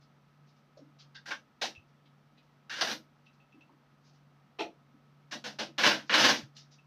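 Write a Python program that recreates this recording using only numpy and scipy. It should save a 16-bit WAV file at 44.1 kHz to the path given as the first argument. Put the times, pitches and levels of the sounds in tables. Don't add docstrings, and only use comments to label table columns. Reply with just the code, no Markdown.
import sys
import numpy as np
from scipy import signal
from scipy.fft import rfft, irfft, next_fast_len
from scipy.io import wavfile
from scipy.ndimage import uniform_filter1d, map_coordinates

SR = 44100
rng = np.random.default_rng(int(sys.argv[2]) if len(sys.argv) > 2 else 0)


def output_pcm(signal):
    pcm = np.clip(np.atleast_2d(signal).T, -1, 1) * 32767
    wavfile.write(sys.argv[1], SR, np.round(pcm).astype(np.int16))


N = 302784
SIZE = 32768
LOAD_S, SLACK_BOOM_DB, SLACK_CLACK_DB, SLACK_TREBLE_DB = 0.011, -10.5, 0.5, -3.5


def amp(db):
    return 10 ** (np.asarray(db) / 20)


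def unit(x):
    return x / np.sqrt(np.mean(x ** 2) + 1e-20)


def along(points, hz):
    f, v = np.transpose(points)
    return np.interp(np.log(hz + 1), np.log(f), v)


def bell(hz, centre, width):
    return 1 / (1 + (2 * (hz - centre) / width) ** 2)


def modes(hz, table):
    return np.sqrt(sum((amp(db) * bell(hz, f, w)) ** 2 for f, w, db in table))


def add(track, s, sound):
    start = max(round(s * SR), 0)
    track[start:start + len(sound)] += sound[:N - start]


def axes():
    return np.arange(SIZE) / SR, np.fft.rfftfreq(SIZE, 1 / SR)


def wobble(t, rate):
    return map_coordinates(rng.standard_normal(SIZE), [t * rate])


def room():
    # (f/Hz, t60/s)
    decay_times = [(150, 0.34), (400, 0.23), (1000, 0.14), (2800, 0.16), (7000, 0.17), (15000, 0.22)]
    hz, t, z = signal.stft(rng.standard_normal(SIZE), SR, nperseg=256)
    decay = amp(-60 * t / along(decay_times, hz)[:, None])
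    tail = signal.istft(z * decay, SR, nperseg=256)[1][:SIZE]
    build_up = 1 - np.exp(-np.arange(SIZE) / SR / 0.0006)
    tail = unit(tail * build_up) / np.sqrt(SIZE)
    tail[0] += 0.3
    response = rfft(tail)
    colour = np.sqrt(np.abs(uniform_filter1d(np.abs(response) ** 2, size=101)))
    return response / colour


def heard(force, gain):
    cepstrum = irfft(np.log(np.maximum(unit(gain), 1e-6)))
    cepstrum[1:SIZE // 2] *= 2
    cepstrum[SIZE // 2 + 1:] = 0
    body = np.exp(rfft(cepstrum))
    return irfft(rfft(force) * body * room())[:SIZE * 3 // 4]


def contacts(envelope, rate, rub, seconds):
    slips = (rng.random(SIZE) < rate / SR) * rng.standard_normal(SIZE)
    force = envelope * (unit(slips) + rub * rng.standard_normal(SIZE))
    return unit(force) * np.sqrt(seconds * SR / SIZE)


def background():
    # (t/s, level/dB)
    hum_levels = [(0.0, -64.5), (0.27, -70.5), (0.43, -60.5), (0.61, -72), (1.07, -59.5), (1.54, -75),
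                  (1.79, -68.5), (2.16, -64.5), (2.35, -71), (2.57, -67), (3.53, -68.5), (3.73, -72.3),
                  (4.27, -62.5), (4.72, -75), (4.8, -68), (5.29, -63.5), (6.69, -62), (6.86, -64.5)]
    # (f/Hz, level/dB)
    whine_tones = [(48, -93), (100, -89), (237, -82), (1281, -81), (7316, -107), (8000, -104)]
    # (f/Hz, relative level/dB per Hz)
    air_colour = [(25, -44), (45, -23), (110, -20), (140, -9.5), (235, -8.5), (380, -19.5), (760, -18.5),
                  (1050, -20.5), (1300, -19), (1500, -23), (4200, -33.5), (6000, -37), (7500, -50),
                  (15000, -48)]
    t = np.arange(N) / SR

    def tone(hz, drift):
        pitch_hz = hz + drift * wobble(t, 4.7)
        return np.sqrt(2) * np.sin(2 * np.pi * np.cumsum(pitch_hz) / SR)

    hum_db = np.interp(t, *np.transpose(hum_levels)) + 0.7 * wobble(t, 8)
    hum = amp(hum_db) * tone(143.7, drift=0.96)
    whine = sum(amp(db) * tone(hz, drift=min(0.006 * hz, 8)) for hz, db in whine_tones)
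    air_gain = amp(along(air_colour, np.fft.rfftfreq(N, 1 / SR)))
    air = unit(irfft(rfft(rng.standard_normal(N)) * air_gain, N))
    return hum + whine + amp(-67.5) * air


def stirs():
    per_s, length_s, mean_db, middle_hz = 1.0, 0.019, -77.5, 5130
    rows = []
    for when, force, fold in rng.random((round(per_s * N / SR), 3)):
        level_db = mean_db + 6 * (force - 0.5)
        centre_hz = middle_hz * 1.04 ** (fold - 0.5)
        rows.append((when * N / SR, length_s, level_db, centre_hz))
    return rows


def swishes():
    # (t/s, length/s, level/dB, centre f/Hz)
    strokes = [(0.006, 0.028, -70, 4500), (0.462, 0.044, -74.5, 4830), (0.771, 0.0071, -63, 4900),
               (0.986, 0.03, -57.5, 4370), (1.146, 0.015, -49.5, 4000), (2.054, 0.008, -63.5, 3100),
               (2.37, 0.019, -65, 3200), (3.253, 0.012, -69, 3700), (4.032, 0.074, -71.5, 5100),
               (6.053, 0.053, -65, 5130), (6.359, 0.028, -46.5, 5370), (6.547, 0.075, -59, 4930),
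               (6.705, 0.044, -63.5, 5200)]
    track, (t, hz) = np.zeros(N), axes()
    for s, length, db, centre_hz in strokes + stirs():
        stroke = np.sqrt(np.abs(np.sin(np.pi * np.minimum(t / length, 1))))
        cloth = bell(hz, centre_hz, 0.7 * centre_hz) / (1 + (hz / 6800) ** 14)
        brushing = contacts(stroke, rate=3600, rub=1.0, seconds=length)
        add(track, s, amp(db) * heard(brushing, cloth))
    return track


def bumps():
    # (t/s, level/dB, f/Hz)
    knocks = [(0.769, -55.5, 560), (0.802, -55.5, 281), (1.63, -40, 750), (2.823, -39, 700),
              (3.54, -56, 284), (3.693, -65.5, 950), (3.694, -63, 302), (4.66, -52.5, 602),
              (4.932, -60.5, 265), (5.342, -48, 250), (5.851, -39.5, 230), (6.196, -38, 137)]
    track, (t, hz) = np.zeros(N), axes()
    blow = np.sqrt(0.03 * SR) * (t == 0)
    for s, db, pitch_hz in knocks:
        add(track, s, amp(db) * heard(blow, bell(hz, pitch_hz, 0.65 * pitch_hz) ** 3))
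    return track


def rail(hz, boom_db, clack_db, treble_db, slack=0):
    # (f/Hz, relative level/dB per Hz)
    rail_colour = [(40, -44.5), (100, -14.5), (220, -9), (420, 1), (700, 2.5), (1150, 2.5), (1450, 0.5),
                   (2200, -1.5), (3800, -1.5), (5900, -6.5), (6700, -17), (7600, -27.5), (11000, -35),
                   (15000, -41)]
    # (f/Hz, width/Hz, level/dB)
    resonances = [(217.7, 54, 13.5), (309.6, 96, 11), (387.6, 44, -14), (568, 160, 3), (888, 30, 1.5),
                  (1203, 91, -7.5), (1593, 220, 5), (1970, 35, 2), (2856, 130, 5.5), (3440, 82, 0.5),
                  (4300, 230, -1.5), (13200, 1800, 3)]
    boom_db = boom_db + SLACK_BOOM_DB * slack
    clack_db = clack_db + SLACK_CLACK_DB * slack
    treble_db = treble_db + SLACK_TREBLE_DB * slack
    detune = 1 + 0.026 * rng.standard_normal(len(resonances))
    peaks_db = sum(db * bell(hz, f * d, w) for (f, w, db), d in zip(resonances, detune))
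    low = 1 / (1 + (hz / 1020) ** 8)
    high = 1 - 1 / (1 + (hz / 2900) ** 4)
    contact_db = boom_db * low + clack_db * bell(hz, 1680, 750) + treble_db * high
    return amp(along(rail_colour, hz) + peaks_db + contact_db)


def clack(spread, gain):
    t, hz = axes()
    burst = np.exp(-t / spread) - np.exp(-5 * t / spread)
    return heard(contacts(burst, rate=1100, rub=0.24, seconds=0.02), gain)


def drag(push, span, boom_db, clack_db, treble_db, fizz_db, count):
    sound, (t, hz) = 0, axes()
    fizz = amp(fizz_db * hz ** 8 / (hz ** 8 + 10000.0 ** 8))
    for at in np.arange(count) * span / count:
        part = push * np.sqrt(np.clip(1 - np.abs(t - at) * count / span, 0, 1))
        body = rail(hz, boom_db, clack_db, treble_db, slack=np.exp(-at / LOAD_S))
        chatter = contacts(part, rate=640, rub=0.28, seconds=np.sum(part ** 2) / SR)
        sound = sound + heard(chatter, fizz * body)
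    return sound


def pulls():
    # (t/s, length/s, level at the end of the pull/dB, swell over the pull/dB,
    # run-out t60/s, rail boom/dB, ring clack/dB, treble/dB, rubbing fizz/dB)
    pull_rows = [(1.147, 0.01, -51.5, -1, 0.067, -16, 19, -5, 0),
                 (1.257, 0.058, -45, -1.5, 0.099, 8.5, 15.5, 17, 3),
                 (2.695, 0.11, -40, 0, 0.09, -6, 7.5, 6, 1),
                 (2.812, .105, -36, -0.5, .07, 1.5, 5.5, 8.5, 10),
                 (5.311, 0.019, -37.5, 5.5, 0.103, 7, 8, 13, 0),
                 (5.44, 0.017, -39, 1.5, 0.18, 8, 7, 12.5, 1),
                 (5.586, 0.012, -30, 4, 0.14, 5.5, -3, 4, -0.5),
                 (5.78, 0.06, -27, 0.5, 0.052, -2.5, -0.5, -0.5, 7),
                 (5.835, 0.032, -19, 1.5, 0.24, -1, 1.5, 1, 4.5),
                 (6.095, 0.031, -30, -1.5, 0.055, -5, -2.5, -8, 1),
                 (6.138, 0.15, -23, -0.5, 0.22, -4, 2, 3, 5)]
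    attack_s, surge_db, surges_per_s = 0.0018, 2, 74.5
    jerk_db, jerk_spread_s = -3, 0.0043
    track, (t, hz) = np.zeros(N), axes()
    for s, length, db, swell_db, run_out, boom_db, clack_db, treble_db, fizz_db in pull_rows:
        swell = swell_db * np.minimum(t / length - 1, 0)
        fall = 60 * np.maximum(t - length, 0) / run_out
        surge = surge_db * wobble(t, surges_per_s)
        push = amp(swell - fall + surge) * (1 - np.exp(-t / attack_s))
        span = length + 0.74 * run_out
        add(track, s, amp(db) * drag(push, span, boom_db, clack_db, treble_db, fizz_db, count=9))
        slack_rings = rail(hz, boom_db, clack_db, treble_db, slack=1)
        add(track, s, amp(db - swell_db + jerk_db) * clack(jerk_spread_s, slack_rings))
    return track


def clacks():
    # (t/s, level/dB, spread/s, rail boom/dB, treble/dB)
    collisions = [(1.307, -33, 0.006, -13, -10), (1.613, -29.5, 0.0094, -2.5, 6.5),
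                  (1.622, -35, 0.021, -0.5, 10), (2.81, -25, 0.0062, -8.5, 1.5),
                  (2.896, -44.5, 0.006, 6, 19.5), (6.126, -26, 0.003, -10.5, -4.5),
                  (6.14, -23, 0.0023, -9, -2.5), (6.239, -21, 0.012, -0.5, 4), (6.286, -27, .003, 0, 7),
                  (6.565, -53, 0.0031, -17, 18)]
    track, (t, hz) = np.zeros(N), axes()
    for s, db, spread, boom_db, treble_db in collisions:
        rings = rail(hz, boom_db, clack_db=0.5, treble_db=treble_db)
        add(track, s, amp(db) * clack(spread, rings))
    return track


def tinks():
    # (t/s, level/dB)
    taps = [(1.751, -51), (3.264, -61), (3.40, -66), (3.523, -63.5), (3.609, -59.5), (6.785, -62.5)]
    # (f/Hz, width/Hz, relative level/dB)
    ring_modes = [(2645, 170, 9), (3100, 1800, -12), (4000, 1100, -30), (5800, 640, -17.5)]
    track, (t, hz) = np.zeros(N), axes()
    tap = np.sqrt(0.013 * SR) * (t == 0)
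    for s, db in taps:
        detune = 1 + 0.0048 * rng.standard_normal()
        ring = modes(hz * detune, ring_modes) + amp(-37) * bell(hz, 2700, 2500)
        add(track, s, amp(db) * heard(tap, ring))
    return track


def thuds():
    # (t/s, level/dB, f/Hz)
    blows = [(1.775, -54.5, 92), (6.432, -46.5, 129)]
    track, (t, hz) = np.zeros(N), axes()
    swell = t / 0.0073 * np.exp(1 - t / 0.0082)
    for s, db, pitch_hz in blows:
        add(track, s, amp(db) * swell * np.sin(2 * np.pi * pitch_hz * t))
    return track


def jolts():
    # (t/s, level/dB, spread/s)
    jolt_rows = [(4.587, -34, 0.0083), (4.596, -33.5, 0.011)]
    # (f/Hz, width/Hz, relative level/dB)
    bracket_modes = [(340, 170, 1), (500, 170, 2), (692, 76, 6), (860, 127, 4), (1220, 340, -7),
                     (1910, 1100, -16.5), (2560, 530, -3.5), (3200, 1200, -11.5), (4160, 810, -13),
                     (5600, 1160, -21)]
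    track, (t, hz) = np.zeros(N), axes()
    body = (modes(hz, bracket_modes) + amp(-53.5)) * hz ** 2 / (hz ** 2 + 150 ** 2)
    for s, db, spread in jolt_rows:
        burst = np.exp(-t / spread) - np.exp(-6 * t / spread)
        force = contacts(burst, rate=980, rub=0.31, seconds=0.024)
        add(track, s, amp(db) * heard(force, body))
    return track


def scene():
    cloth_and_room = background() + swishes()
    rings = pulls() + clacks() + tinks()
    knocks = bumps() + thuds() + jolts()
    return (cloth_and_room + rings + knocks)[None]


def record(dry):
    top_hz = 15250
    size = next_fast_len(N + SR // 2)
    passed = np.fft.rfftfreq(size, 1 / SR) < top_hz
    return irfft(rfft(dry, size) * passed, size)[:, :N]


dry = scene()
out = record(dry)
output_pcm(out)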